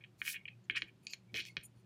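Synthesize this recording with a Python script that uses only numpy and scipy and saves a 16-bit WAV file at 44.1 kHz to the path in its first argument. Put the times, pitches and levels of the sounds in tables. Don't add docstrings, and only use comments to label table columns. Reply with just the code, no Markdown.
import sys
import numpy as np
from scipy import signal
from scipy.fft import rfft, irfft
from scipy.io import wavfile

SR = 44100
rng = np.random.default_rng(int(sys.argv[2]) if len(sys.argv) > 2 else 0)


def attenuation_scalar(level_db):
    decades = np.asarray(level_db, float) / 20
    return 10 ** decades


def transcribe(u):
    v = np.clip(np.atleast_2d(u).T, -1, 1)
    q = np.round(v * 32767).astype(np.int16)
    wavfile.write(sys.argv[1], SR, q)


N = 81585


def rms_one(x):
    return x / np.sqrt(np.mean(x ** 2) + 1e-24)


def ring(force, hz, t60_s):
    r = attenuation_scalar(-60 / (t60_s * SR))
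    w = 2 * np.pi * hz / SR
    return signal.lfilter([0, np.sin(w)], [1, -2 * r * np.cos(w), r * r], force + 1e-18)


def narrow(hz, width_hz):
    t60_s = np.log(1000) / np.pi / width_hz
    once = ring(rng.standard_normal(N + SR), hz, t60_s)
    return rms_one(ring(once, hz, t60_s)[SR:])


def drift(rate_hz):
    r = np.exp(-2 * np.pi * rate_hz / SR)
    return rms_one(signal.lfilter([1], [1, -2 * r, r * r], rng.standard_normal(N + SR))[SR:])


def coloured(spectrum):
    hz, db = np.transpose(spectrum)
    log_hz = np.log(np.fft.rfftfreq(N, 1 / SR) + 1)
    gain = attenuation_scalar(np.interp(log_hz, np.log(hz), db, left=-90))
    return rms_one(irfft(rfft(rng.standard_normal(N)) * gain, N))


# (time [s], level [dB])
HUM_LEVEL = [(0, -71), (.2, -66.5), (0.402, -81.5), (0.548, -59), (.65, -69.5), (0.749, -68.5), (.95, -67),
             (1.102, -99), (1.3, -60.5), (1.551, -66.5), (1.85, -67.5)]


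def hum():
    hum_hz, width_hz, skirt_db, wander_rad = 117.9, 1.8, -55.5, 0.56
    t = np.arange(N) / SR
    tone = np.sqrt(2) * np.sin(2 * np.pi * hum_hz * t + wander_rad * drift(1.0))
    level_db = np.interp(t, *np.transpose(HUM_LEVEL))
    return attenuation_scalar(level_db) * (tone + attenuation_scalar(skirt_db) * narrow(hum_hz, width_hz))


# (frequency [Hz], width [Hz], level [dB])
RESONANCES = [
    (62.6, 22, -86),
    (185.6, 33, -72),
    (360, 47, -78),
]


def rumble():
    return sum(attenuation_scalar(db) * narrow(hz, width_hz) for hz, width_hz, db in RESONANCES)


# (frequency [Hz], density [dB/Hz])
ROOM_SPECTRUM = [(15, -63), (25, -35), (127, 10.5), (363, -5.5), (818, -12.5), (1890, -18), (2480, -18),
                 (2840, -18), (16000, -36.5)]


def room_tone():
    return attenuation_scalar(-69) * coloured(ROOM_SPECTRUM)


def bending(force, modes, grip, pitch):
    scatter_db, detune_hz = 2.0, 40
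    out = 0
    for k, ((hz, db, t60_s), (strength, shift)) in enumerate(zip(modes, grip)):
        mode_hz = pitch * (hz + detune_hz * shift)
        out = out + (-1) ** k * attenuation_scalar(db + scatter_db * strength) * ring(force, mode_hz, t60_s)
    return rms_one(out)


# (frequency [Hz], level [dB], t60 [s])
HELD_MODES = [(1200, -8, 0.008), (1600, -1, 0.006), (1890, 1, 0.011), (2170, 1.5, 0.013), (2510, 4, 0.014),
              (2835, 0, 0.011), (3300, 4, 0.005), (3860, -5, 0.01), (4500, -4, 0.006), (5200, 1, 0.004),
              (6270, -13, 0.01), (6900, -16, 0.012)]
# (frequency [Hz], level [dB], t60 [s])
FREE_MODES = [(2400, 0, .018), (3100, -9, .008), (4350, 0, .015), (6100, -5, .01), (6900, -1, .013),
              (7600, -13, .01), (8250, -18, .012), (9450, 0, .018), (11300, -15, .012), (12300, -3, .012),
              (13400, -10, .01), (15200, -6, .012)]
# (time [s], pitch ratio [1])
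GRIP_PITCH = [(0, 1.0), (1.0, 1.0), (1.06, 1.05), (1.085, 1.05), (1.11, 1.09), (1.13, .98), (1.3, 1.0),
              (1.85, 1.0)]


def wood(force, centre_oct, width_oct, free, grips, direct_db, time_s):
    octave = np.log2(np.fft.rfftfreq(len(force), 1 / SR) / 2000 + 1e-3)
    off = (octave - centre_oct) / width_oct
    steep = np.where(off > 0, 1, min(3 * free, 1))
    colour_db = -80 * np.tanh((1.4 * off ** 2 + steep * off ** 4) / 30)
    colour_db = colour_db - 30 * (octave < min(-1.2, centre_oct - 1))
    force = irfft(rfft(force) * attenuation_scalar(colour_db), len(force))
    held = bending(force, HELD_MODES, grips[0], 1)
    loose = bending(force, FREE_MODES, grips[1], np.interp(time_s, *np.transpose(GRIP_PITCH)))
    free = np.clip(free, 0, 1)
    return (1 - free) * (held + attenuation_scalar(direct_db) * rms_one(force)) + free * loose


def random_grips(count):
    return rng.standard_normal((count, 2, len(HELD_MODES), 2))


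def stroke(start_s, length_s, rise):
    u = np.clip((np.arange(N) / SR - start_s) / length_s, 0, 1)
    return np.sin(np.pi / 2 * np.minimum(u / rise, (1 - u) / (1 - rise)))


def stick_slip(strokes, free):
    slips_per_s, spread_db, lump_db, lump_hz = 3500, 3.0, 2.2, 80
    rise, flatness, direct_db = .35, 2.0, -9
    grips = random_grips(len(strokes))
    happens = rng.random(N) < slips_per_s / SR
    sign = rng.choice([-1, 1], N)
    size = attenuation_scalar(spread_db * np.minimum(rng.exponential(1, N), 3))
    slips = happens * sign * size * attenuation_scalar(lump_db * drift(lump_hz))
    out = np.zeros(N + SR)
    for (start_s, length_s, db, centre_oct, width_oct), grip in zip(strokes, grips):
        force = slips * np.minimum(flatness * stroke(start_s, length_s, rise) ** 2, 1)
        i = max(int((start_s - .005) * SR), 0)
        force = np.r_[force, np.zeros(SR)][i:i + 8192]
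        middle_s = start_s + length_s / 2
        sound = wood(force, centre_oct, width_oct, free, grip, direct_db, middle_s)
        out[i:i + len(force)] += attenuation_scalar(db) * sound * np.sqrt(len(force) / SR / length_s)
    return out[:N]


# (start [s], length [s], level [dB], colour centre [oct over 2 kHz], colour width [oct])
HELD_SCRAPES = [(.001, 0.033, -82, 0.18, 0.72), (.035, 0.019, -81.5, 0.57, 0.39),
                (.249, 0.088, -55, 0.47, 0.69), (.325, 0.058, -58.5, 0.38, 0.51),
                (.477, 0.011, -71, 0.3, 0.32), (.746, 0.042, -54, .15, 0.65),
                (.755, 0.038, -67, 1.79, 0.54), (.865, 0.039, -76.5, 0.2, 0.49),
                (1.337, 0.1, -51, 0.78, 0.94), (.71, 0.059, -65, 0.46, 0.36),
                (1.415, 0.041, -70.5, 1.17, 0.6), (1.125, 0.02, -72, 3.44, 1),
                (1.452, 0.042, -68, 1.3, 0.77), (1.575, 0.085, -72.5, .6, 0.8)]
# (start [s], length [s], level [dB], centre [oct], width [oct])
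HELD_SQUEAKS = [
    (1.272, .06, -90, .2, .07),
    (1.487, .02, -77, .1, .05),
    (.36, .075, -73, .1, .08),
    (.49, .065, -79, .33, .05),
]


def scrapes():
    return stick_slip(HELD_SCRAPES + HELD_SQUEAKS, free=.12)


def knocks(contacts):
    lead = 256
    pulse = 1. * (np.arange(4096) == lead)
    out = np.zeros(N + SR)
    for (time_s, db, centre_oct, width_oct, free), grip in zip(contacts, random_grips(len(contacts))):
        hit = wood(pulse, centre_oct, width_oct, free, grip, 0.7, time_s)
        i = int(time_s * SR) - lead
        out[i:i + len(hit)] += attenuation_scalar(db) * hit / np.abs(hit).max()
    return out[:N]


# (time [s], peak [dB], colour centre [oct over 2 kHz], colour width [oct], free share [0-1])
NEEDLE_TAPS = [(.0395, -41, .35, .4, .2), (.046, -46, .2, .5, .1), (.2172, -23, .15, .6, .1),
               (.2515, -37, .2, .6, .1), (.2785, -24, .2, .55, .1), (.4555, -35, .33, .3, .3),
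               (.484, -34, .33, .3, .3), (.6993, -17.5, .2, .5, .05), (.7012, -28, .3, .4, .1),
               (.7585, -31, .1, .6, .1), (.763, -27, .4, .75, .05), (.8208, -20.5, .4, .75, .05),
               (1.0688, -31.5, 1.05, .8, .6), (1.1348, -29, .75, .9, .75), (1.145, -50, 1.5, 1.3, .6),
               (1.3215, -62, 1.1, 1.3, .3), (1.3432, -27, .6, .8, .2), (1.3875, -31, .3, .65, .1),
               (1.409, -35, .5, .7, .1), (1.4525, -34, .9, .9, .2), (1.469, -52, 2.1, .9, .9),
               (1.5687, -21, .45, .8, .03), (1.577, -40, .6, .65, .2)]


def taps():
    return knocks(NEEDLE_TAPS)


# (start [s], length [s], level [dB rms])
YARN_SLIDES = [
    (0.17, 0.081, -62),
    (0.219, 0.15, -38),
    (0.766, 0.024, -56.5),
    (1.325, 0.1, -53.5),
    (1.431, 0.082, -61),
]
# (frequency [Hz], density [dB/Hz])
YARN_SPECTRUM = [(2060, -61), (3500, -6), (5900, -3), (7750, -5), (10900, -4), (14900, -5.5), (16000, 5)]


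def yarn():
    flicker_db, flicker_hz = 2, 120
    pull = sum(attenuation_scalar(db) * stroke(start_s, length_s, 0.5) ** 2 for start_s, length_s, db in YARN_SLIDES)
    return pull * attenuation_scalar(flicker_db * drift(flicker_hz)) * coloured(YARN_SPECTRUM)


# (start [s], length [s], level [dB], colour centre [oct over 2 kHz], colour width [oct])
FREE_GLIDES = [(.18, 0.089, -75.5, 4.26, 0.23), (.635, 0.027, -96.5, 1.55, 0.42),
               (.70, 0.024, -89.5, 0.52, 1.5), (.765, 0.086, -73.5, 1.03, 0.97),
               (.875, 0.02, -100, 1.7, 1.2), (1.02, 0.074, -83.5, 1.3, 2.7),
               (1.068, 0.055, -72.5, 0.84, 0.93), (1.10, 0.042, -84, 2.7, 0.11),
               (1.345, 0.091, -68.5, 1.8, 2.5), (1.465, 0.076, -79, 0.87, 1.07),
               (1.628, 0.044, -69.5, 2.32, 0.53), (1.745, 0.095, -90, 2.2, 2.2),
               (1.092, 0.047, -71.5, 1.19, 0.68)]


def glides():
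    return stick_slip(FREE_GLIDES, free=.92)


# (time [s], peak [dB], pitch [Hz], t60 [s])
HAND_BUMPS = [(.70, -57, 360, 0.21), (0.821, -56, 330, 0.14), (1.335, -47.5, 219, 0.039),
              (1.343, -48, 456, 0.11), (1.39, -56.5, 337, 0.13), (0.217, -57, 290, 0.043),
              (1.57, -51, 391, 0.055), (1.57, -47.5, 135, 0.064), (1.761, -60, 86, 0.092),
              (1.134, -63, 930, 0.034), (1.349, -58, 697, 0.017)]


def bumps():
    t = np.arange(N) / SR
    out = np.zeros(N)
    for time_s, db, hz, t60_s in HAND_BUMPS:
        u = np.maximum(t - time_s, 0)
        body = np.sin(2 * np.pi * u * hz) + attenuation_scalar(1.0) * narrow(hz, 1.01 * hz)
        onset = 1 - np.exp(-2.5 * u * hz)
        out += attenuation_scalar(db) * body * onset * attenuation_scalar(-60 * u / t60_s)
    return out


# (time [s], peak [dB], colour centre [oct over 2 kHz])
CHATTER = [(.7492, -38, .3), (0.7535, -34, 0.099), (0.7543, -37, .3), (0.7591, -28.5, 0.52),
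           (0.7678, -35, 0.35), (0.7682, -25.5, 0.23), (0.7724, -26.5, 0.22), (0.7745, -24.5, 0.34),
           (.7783, -28, 0.3), (0.7819, -37, .3), (.790, -41, 0), (0.2661, -34, 0.16), (0.2816, -37.5, 0.12),
           (0.2853, -36, 0), (0.3326, -40, 0.39), (0.3445, -36.5, .2), (.352, -41, 0.41), (.360, -40, 0.37),
           (0.4799, -40.5, 0.38), (.487, -46, 0.56), (0.7076, -32.5, 0.14), (.711, -32, 0.54),
           (1.3447, -35, 0.31), (1.3471, -37, 0.3), (1.3512, -31.5, 0.6), (1.355, -36, 1),
           (1.3603, -28, 0.3), (1.3633, -31, .6), (1.366, -31, 0.35), (1.371, -28.5, 1),
           (1.3766, -33, 0.29), (1.3955, -39, 0.11), (1.3962, -29, .5), (1.4005, -35, 0.75),
           (1.4028, -28.5, 0.76), (1.407, -29, 0.82), (1.4127, -32.5, 0.69), (1.42, -43, 1),
           (1.14, -46, 0.24), (1.1437, -48, 0.066), (1.5708, -32, 0.73), (1.581, -41, 0.84),
           (1.603, -48, 0.41)]


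def rattles():
    width_oct, free = .55, .05
    return knocks([(time_s, db, centre_oct, width_oct, free) for time_s, db, centre_oct in CHATTER])


# (delay [s], level [dB])
EARLY_ECHOES = [
    (.0016, -34.5),
    (.008, -17.5),
]


def room(x):
    t60_s, tail_db, cut_hz, onset_s = 0.15, -16, 4300, 0.0028
    t = np.arange(SR // 2) / SR
    tail = rng.standard_normal(len(t)) * attenuation_scalar(-60 * t / t60_s) * np.clip(t / onset_s, 0, 1)
    tail = signal.lfilter(*signal.butter(1, cut_hz, fs=SR), tail)
    tail = attenuation_scalar(tail_db) * tail / np.sqrt(np.sum(tail ** 2))
    for delay_s, db in EARLY_ECHOES:
        tail[int(delay_s * SR)] += attenuation_scalar(db)
    return x + signal.fftconvolve(x, tail)[:N]


def scene():
    near = taps() + scrapes() + glides() + yarn() + rattles()
    return (room(near) + bumps() + hum() + rumble() + room_tone())[None]


def top_cut(x):
    return signal.sosfilt(signal.butter(12, 16300, fs=SR, output="sos"), x)


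def record(dry):
    top_hz, low_hz = 16600, 55
    mix = signal.sosfilt(signal.cheby2(12, 70, top_hz, fs=SR, output="sos"), dry)
    mix = signal.sosfilt(signal.butter(4, low_hz, "high", fs=SR, output="sos"), mix)
    return top_cut(mix)


dry = scene()
out = record(dry)
transcribe(out)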